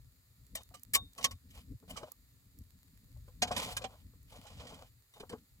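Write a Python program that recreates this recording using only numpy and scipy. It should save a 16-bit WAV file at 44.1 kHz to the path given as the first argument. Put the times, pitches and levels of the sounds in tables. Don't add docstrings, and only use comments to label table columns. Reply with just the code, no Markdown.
import sys
import numpy as np
from scipy import signal
from scipy.fft import rfft, irfft
from scipy.io import wavfile
from scipy.ndimage import uniform_filter1d

SR = 44100
rng = np.random.default_rng(int(sys.argv[2]) if len(sys.argv) > 2 else 0)


def how_loud(loudness_db):
    steps = np.asarray(loudness_db, float) / 20
    return 10 ** steps


def digitize_waveform(pressure):
    field = np.atleast_2d(pressure).T
    bounded = np.clip(field, -1, 1)
    quanta = np.round(bounded * 32767).astype(np.int16)
    wavfile.write(sys.argv[1], SR, quanta)


N = 246959
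SIZE = 8192
LEAD_S = 0.0001601
AIR_DB = -73.5

# frequency in Hz, gain in dB.
AIR_TONE = [(210, -33), (350, -2.5), (771, -9), (1380, -4.5), (1570, -10), (1750, -2.5), (3140, -9.5),
            (3870, -2.5), (4540, -1.5), (5880, -11.5), (7020, -1.5), (8940, -7), (13000, -3), (15500, -2.5),
            (16500, -20.5)]
# time in seconds, flutter in dB, upper flutter in dB over it.
FLAME_LEVELS = [(0.0, -57, -14.5), (0.19, -66.5, -11), (0.53, -60, -8.5), (0.54, -60, -11), (0.86, -63, -5),
                (0.95, -50.5, -7.5), (1.2, -70, -2.5), (1.25, -64, -8), (1.36, -51.5, -12.5),
                (1.39, -61.5, -6), (1.73, -51, -6), (1.76, -47, -28), (1.81, -72, 6), (1.93, -51, -3.5),
                (1.98, -55, -2), (2.03, -53, -10), (2.12, -77, -1), (2.18, -62, -10), (3.1, -60, -7.5),
                (3.18, -45.5, -17), (3.34, -62, -14), (3.43, -46, 6), (3.7, -54.5, -4), (3.74, -43, -28),
                (3.84, -52.5, -3.5), (4.02, -57.5, -12), (4.09, -63, -6.5), (4.18, -54, -10),
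                (4.46, -63, -10.5), (4.57, -53.5, -8), (4.74, -61.5, 3), (4.85, -54, -13),
                (5.12, -77, -8.5), (5.21, -57.5, 2.5), (5.26, -57, -15), (5.32, -63, 15), (5.35, -57, -8),
                (5.41, -77, -1), (5.54, -63, -17), (5.6, -69, -3)]
# frequency in Hz, gain in dB.
FLUTTER_TONE = [(15, -35.5), (25, -22.5), (46, -1.5), (92, -0.5), (177, -6), (211, -11.5), (284, -12.5),
                (322, -29), (500, -32), (650, -53.5), (1100, -120)]
# start in seconds, peak in dB, centre in Hz, decay t60 in seconds.
EMBER_TICKS = [
    (0.4667, -51.5, 8310, 0.015),
    (0.6337, -45.5, 6800, 0.015),
    (0.7958, -50.5, 6620, 0.015),
    (0.8341, -36, 12000, 0.012),
    (1.1335, -52, 7020, 0.014),
    (2.1189, -35.5, 12200, 0.015),
    (2.588, -44.5, 10400, 0.014),
    (2.6192, -55.5, 7430, 0.015),
    (2.9755, -55, 2690, 0.012),
    (4.2296, -55, 13700, 0.015),
]
# time in seconds, grit in dB, plate in dB over grit, top in dB over grit.
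DRAG_STROKES = [
    [(0.56, -82, 26, 21), (0.58, -74, 30, -9), (0.62, -74, 4, -8)],
    [(1.16, -73.5, 9, -5), (1.242, -80.5, 39, 13.5), (1.34, -76.5, 13.5, -21)],
    [(1.49, -82.5, -11, -8), (1.584, -65.5, 9, -5.5), (1.64, -79, -3, -3)],
    [(1.88, -70.5, 5, -1), (1.914, -64.5, 10.5, -7), (2.054, -73, 20, -7), (2.11, -76, 8, -10)],
    [(3.26, -93, -14, -7), (3.286, -86.5, 22, 2), (3.34, -86, 13, -11)],
    [(3.43, -78, 35, 29), (3.458, -80, 37.5, -6.5), (3.59, -46, 8, -11.5), (3.708, -55.5, 7, -7.5),
     (3.838, -73.5, 27.5, -6), (4.02, -77, 6, -10.5)],
    [(4.28, -76, -2, -5), (4.34, -69, 13.5, -5), (4.556, -65, 6.5, -13.5), (4.672, -66, 16, -13),
     (4.836, -69, 13.5, -10), (4.9, -83, -3, -15)],
    [(5.12, -85, -3, -1.5), (5.168, -73, 15.5, -8), (5.356, -92, 18, 2), (5.39, -77, 5, -12)],
]
# frequency in Hz, gain in dB.
STONE_TONE = [(820, -28), (1400, -7.5), (2260, -1), (2480, 2.5), (2690, -5), (2950, 4), (3720, -1.5),
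              (5160, -4), (5660, -8), (8000, -6), (8590, -7.5), (12200, -20.5), (16000, -23)]
# frequency in Hz, gain in dB.
PLATE_TONE = [(120, -34), (200, -14.5), (253, -3), (340, -23.5), (465, 0), (573, -0.5), (664, -3),
              (878, -5), (1030, -1), (1240, -8), (1600, -9), (2080, -38), (3520, -120)]
# frequency in Hz, level in dB, decay t60 in seconds.
PLATE_MODES = [(154.7, -3, .12), (251.8, -4.5, 0.18), (434, -15, 0.052), (649, -3, .1), (729.6, -2.5, 0.14),
               (830, -2, 0.12), (1016, -3, 0.089), (1099, -4, 0.12)]
# start in seconds, peak in dB, strongest mode in Hz, push in seconds,
# decay t60 in seconds.
PLATE_THUDS = [(0.554, -42.5, 615, 0.0092, 0.06), (0.703, -70, 353, 0.008, 0.07),
               (0.711, -57, 734, 0.008, 0.07), (0.741, -46.5, 1190, 0.0093, 0.079),
               (0.938, -42, 1193, 0.0077, 0.086), (0.955, -29.5, 1114, 0.0066, 0.093),
               (1.185, -41, 1104, 0.0053, 0.098), (1.244, -29, 1100, 0.01, 0.086),
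               (1.311, -48, 1110, 0.01, 0.07), (1.828, -57, 440, 0.0064, 0.093),
               (1.903, -46.5, 630, 0.0064, 0.095), (1.961, -44, 1250, 0.0057, 0.11),
               (1.974, -39, 1147, 0.0066, 0.045), (2.009, -50, 575, 0.008, 0.07),
               (2.033, -37.5, 615, 0.0054, 0.074), (2.117, -58, 1170, 0.0059, 0.058),
               (3.165, -63.5, 596, 0.0093, 0.059), (3.28, -55.5, 499, 0.0092, 0.075),
               (3.422, -23.5, 725, 0.0076, 0.084), (3.478, -50, 729, 0.008, 0.062),
               (3.51, -27, 730, 0.011, 0.068), (3.567, -35.5, 1000, 0.0065, 0.1),
               (3.768, -38, 1054, 0.0074, 0.063), (3.814, -42, 517, 0.008, 0.07),
               (3.844, -31.5, 763, 0.0097, 0.07), (4.135, -62, 473, 0.0069, 0.068),
               (4.325, -54.5, 880, 0.008, 0.077), (4.444, -53, 640, 0.01, 0.07),
               (4.46, -49.5, 823, 0.008, 0.094), (4.6, -47, 508, 0.01, 0.08),
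               (4.656, -53, 480, 0.0069, 0.085), (4.722, -47, 450, 0.008, 0.079),
               (4.786, -54, 893, 0.008, 0.07), (4.828, -58, 815, 0.0073, 0.057),
               (5.166, -59.5, 412, 0.008, 0.07), (5.201, -43, 419, 0.0073, 0.088),
               (5.232, -39.5, 494, 0.0084, 0.046), (5.301, -44, 430, 0.0086, 0.049),
               (5.315, -42, 480, 0.01, 0.12), (5.332, -32, 431, 0.012, 0.067)]
# frequency in Hz, level in dB, decay t60 in seconds.
BLADE_MODES = [(1098, -40, 0.075), (3677, -34.5, 0.23), (5800, -37, 0.036), (6500, -55, .1),
               (8800, -31.5, 0.023), (15070, -43, 0.11)]
# start in seconds, level in dB.
BLADE_HITS = [
    (.952, 1.5),
    (.553, -14),
    (1.245, -12.5),
    (5.138, -25.5),
]
# start in seconds, peak in dB, top band in dB, hold in seconds, decay t60 in seconds,
# left minus right in dB.
STONE_HITS = [(3.279, -63, -10, 0.006, 0.06, -7), (3.4202, -17, -22.5, 0.0071, 0.049, -3.5),
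              (3.425, -24.5, -30, 0.0054, 0.06, 4), (3.473, -42, -21, 0.006, 0.086, -6),
              (3.514, -34.5, -24, 0.0077, 0.096, -3.5), (3.5643, -29.5, -17.5, 0.0044, 0.066, -7.5),
              (3.5757, -26.5, -13.5, 0.0057, 0.035, -5), (3.626, -45.5, -10, 0.0051, 0.06, -4),
              (3.7194, -42, -10, 0.006, 0.06, 1), (3.7675, -27.5, -15.5, 0.004, 0.05, -1.5),
              (3.8174, -44.5, -25, 0.006, 0.053, 5), (3.8403, -36, -30, 0.0052, 0.068, -17),
              (4.322, -56.5, -18, 0.006, 0.067, 7), (4.355, -55, -23, 0.006, 0.06, -1.0),
              (4.4665, -49, -20, 0.0056, 0.084, -14), (4.581, -56, -22, 0.006, 0.053, -7),
              (4.5979, -47.5, -30, 0.006, 0.054, -11), (4.6688, -46.5, -20, 0.0053, 0.1, -5),
              (4.692, -52, -17, 0.006, 0.06, -5), (4.74, -50.5, -17, 0.006, 0.072, -5),
              (4.788, -56.5, -18, 0.0054, 0.06, -13), (5.139, -59, -14, 0.006, 0.06, 3.5),
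              (5.1993, -47.5, -16.5, 0.0043, 0.068, -4.5), (5.2943, -43.5, -17, 0.0053, 0.06, -2),
              (5.322, -52.5, -22, 0.006, 0.082, -5)]
# frequency in Hz, gain in dB.
STEEL_TONE = [(820, -40), (1400, -34), (1810, -5), (2330, -3), (2660, -10), (3040, 5.5), (3400, -8.5),
              (4340, -5.5), (7150, -7.5), (8330, -1), (9420, -10), (10400, -10), (16000, -15)]
# start in seconds, peak in dB, top band in dB, hold in seconds, decay t60 in seconds,
# left minus right in dB.
STEEL_HITS = [(0.5519, -25.5, -10.5, 0.0065, 0.039, 1.5), (0.5654, -41, -20.5, 0.0066, 0.068, 4),
              (0.7414, -45.5, -15.5, 0.0075, 0.061, -16), (0.767, -56, -23, 0.0068, 0.073, -7),
              (0.9363, -20, -10, 0.0056, 0.057, -1.5), (0.9477, -16.5, -12, 0.0065, 0.039, 1.5),
              (0.9542, -23.5, -13.5, 0.004, 0.043, 2.5), (1.1795, -40, -18, 0.006, 0.073, -5),
              (1.2106, -45, -28.5, 0.0047, 0.05, 6), (1.2282, -35.5, -20, 0.0048, 0.067, -9),
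              (1.2428, -17.5, -20.5, 0.0066, 0.044, -6), (1.252, -27, -34, 0.0072, 0.039, 2.5),
              (1.3104, -40.5, -17, 0.006, 0.05, 0.5), (1.5045, -55, -12, 0.0095, 0.061, 1.5),
              (1.548, -53, -11, 0.006, 0.064, -7), (1.578, -58, -9, 0.0053, 0.05, 11),
              (1.897, -44, -4, 0.0066, 0.059, -11.5), (1.905, -42.5, -11, 0.0048, 0.046, 4),
              (1.9654, -39, -20.5, 0.012, 0.093, -18.5), (1.972, -43.5, -29, 0.0045, 0.047, -7.5),
              (2.03, -53, -26, 0.006, 0.056, -4)]


def unit(x):
    return x / np.sqrt(np.mean(x ** 2))


def gains(tone, n):
    hz, db = np.transpose(tone)
    bins = np.log(np.fft.rfftfreq(n, 1 / SR) + 1)
    return how_loud(np.interp(bins, np.log(hz), db))


def colour(x, gain):
    n = x.shape[-1]
    cepstrum = irfft(np.log(gain + 1e-9), n)
    cepstrum[1:n // 2] *= 2
    cepstrum[n // 2 + 1:] = 0
    return irfft(rfft(x) * np.exp(rfft(cepstrum)), n)


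def ports(x, pan_db=0, alike=1.):
    n = x.shape[-1]
    both = np.sqrt(alike) * x[0] + np.sqrt(1 - alike) * x[1:]
    delay = np.exp(-2j * np.pi * np.fft.rfftfreq(n, 1 / SR) * LEAD_S)
    both[1] = irfft(rfft(both[1]) * delay, n)
    return both * how_loud(np.array([1, -1])[:, None] * pan_db / 2)


def modes(force, table):
    total = 0
    for hz, db, t60 in table:
        pole = np.exp((2j * np.pi * hz - np.log(1000) / t60) / SR)
        total = total + how_loud(db) * signal.lfilter([1], [1, -pole], force).imag
    return total


def walk(rate, n=N):
    hold = int(SR / rate)
    steps = np.repeat(rng.standard_normal(n // 40 + 1), hold)[:n]
    return unit(uniform_filter1d(uniform_filter1d(steps, hold), hold // 2 + 1))


def grit(shape, spike_db):
    return rng.standard_normal(shape) * how_loud(spike_db * rng.exponential(size=shape))


def push(hold, t60, rise=0.0009):
    t = np.arange(SIZE) / SR
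    decay = how_loud(-60 * np.maximum(t - hold, 0) / t60)
    return (1 - np.exp(-t / rise)) * decay * (t < .12)


def add(out, s, x, db):
    i = int(s * SR)
    out[:, i:i + SIZE] += (x * how_loud(db) / np.abs(x.mean(0)).max())[:, :N - i]


def air():
    hush = rng.standard_normal((3, N)) * how_loud(0.55 * walk(6.3))
    sizzle = how_loud(-12) * grit((3, N), 3.87)
    return how_loud(AIR_DB + 3.0) * ports(unit(colour(hush + sizzle, gains(AIR_TONE, N))), -.7, 0.28)


def flame():
    s, low_db, up_db = np.transpose(FLAME_LEVELS)
    t = np.arange(N) / SR
    low_db, up_db = np.interp(t, s, low_db), np.interp(t, s, up_db)
    puffs = grit((3, N), 3.07) * how_loud(3.24 * walk(25))
    tone = gains(FLUTTER_TONE, N)
    low = unit(colour(puffs, tone * gains([(120, -5), (190, -23.5)], N)))
    up = unit(colour(puffs * how_loud(3.0 * walk(40)), tone * gains([(120, -23), (190, -0.5)], N)))
    return ports(how_loud(low_db) * low, 2.3, 0.95) + ports(how_loud(low_db + up_db) * up, 1.3, 0.94)


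def ticks():
    out = np.zeros((2, N))
    for s, db, hz, t60 in EMBER_TICKS:
        band = gains([(hz / 6, -30), (hz / 2, -8), (hz, 0), (hz * 2.5, -5)], SIZE)
        spit = grit((3, SIZE), 1.9) * push(0, t60, rise=.0002)
        add(out, s - .0005, ports(colour(spit, band), -7.5, .9), db)
    return out


def drags():
    rows = []
    for stroke in DRAG_STROKES:
        rows += [(stroke[0][0] - .01, -110, 0, 0), *stroke, (stroke[-1][0] + .02, -110, 0, 0)]
    s, *levels = np.transpose(rows)
    grit_db, plate_db, top_db = (np.interp(np.arange(N) / SR, s, level) for level in levels)
    force = grit((3, N), 2.9) * how_loud(2.44 * walk(45) + 1.97 * walk(160))
    tone = gains(STONE_TONE, N)
    low = unit(colour(force, tone * gains([(8500, 4), (9500, -33)], N)))
    top = unit(colour(force, tone * gains([(8500, -45), (9500, -1)], N)))
    hiss = ports(how_loud(grit_db + 5.5) * (low + how_loud(top_db) * top), -1.5, 0.7)

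    force = force * how_loud(2.5 * walk(30))
    rattle = unit(colour(force, gains(PLATE_TONE, N)))
    plate = unit(rattle + how_loud(-4) * unit(modes(force, PLATE_MODES)))
    return hiss + ports(how_loud(grit_db + plate_db - 5.0) * plate, 1.5, 0.94)


def thuds():
    out, tone = np.zeros((2, N)), gains(PLATE_TONE, SIZE)
    for s, db, hz, hold, t60 in PLATE_THUDS:
        force = grit(SIZE, 2.84) * push(hold, 0.024)
        others = [(f, d + 4.4 * rng.standard_normal(), .8 * t60 * t / .1) for f, d, t in PLATE_MODES]
        ring = unit(modes(force, [(hz, 0, t60)])) + how_loud(-9) * unit(modes(force, others))
        rattle = unit(colour(rng.standard_normal((3, SIZE)) * push(hold, t60), tone))
        add(out, s - .003, ports(ring + how_loud(-5) * rattle, 2.9, 0.94), db)
    return out


def blade():
    force = np.zeros(N)
    for s, db in BLADE_HITS:
        force[int(s * SR)] = how_loud(db)
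    return ports(modes(force, BLADE_MODES)[None].repeat(3, axis=0))


def contacts(table, tone, usual_db, ring_t60, ring_db, alike):
    out = np.zeros((2, N))
    for s, db, top_db, hold, t60, pan_db in table:
        ring = how_loud(ring_db) * rng.standard_normal((3, SIZE)) * push(0, ring_t60)
        ring[:, 0] = 1
        force = grit(SIZE, 2.85) * push(hold, t60)
        sound = irfft(rfft(force) * rfft(ring), SIZE)
        top = gains([(6390, 0), (9630, top_db - usual_db)], SIZE)
        add(out, s - .0015, ports(colour(sound, gains(tone, SIZE) * top), pan_db, alike), db)
    return out


def stone():
    return contacts(STONE_HITS, STONE_TONE, usual_db=-20, ring_t60=0.028, ring_db=-11.5, alike=.85)


def steel():
    return contacts(STEEL_HITS, STEEL_TONE, usual_db=-13, ring_t60=.03, ring_db=-16, alike=0.77)


def scene():
    return air() + flame() + ticks() + drags() + thuds() + blade() + stone() + steel()


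def top_cut(x):
    return signal.sosfilt(signal.butter(12, 16790, fs=SR, output="sos"), x)


def record(dry):
    return top_cut(dry)


dry = scene()
out = record(dry)
digitize_waveform(out)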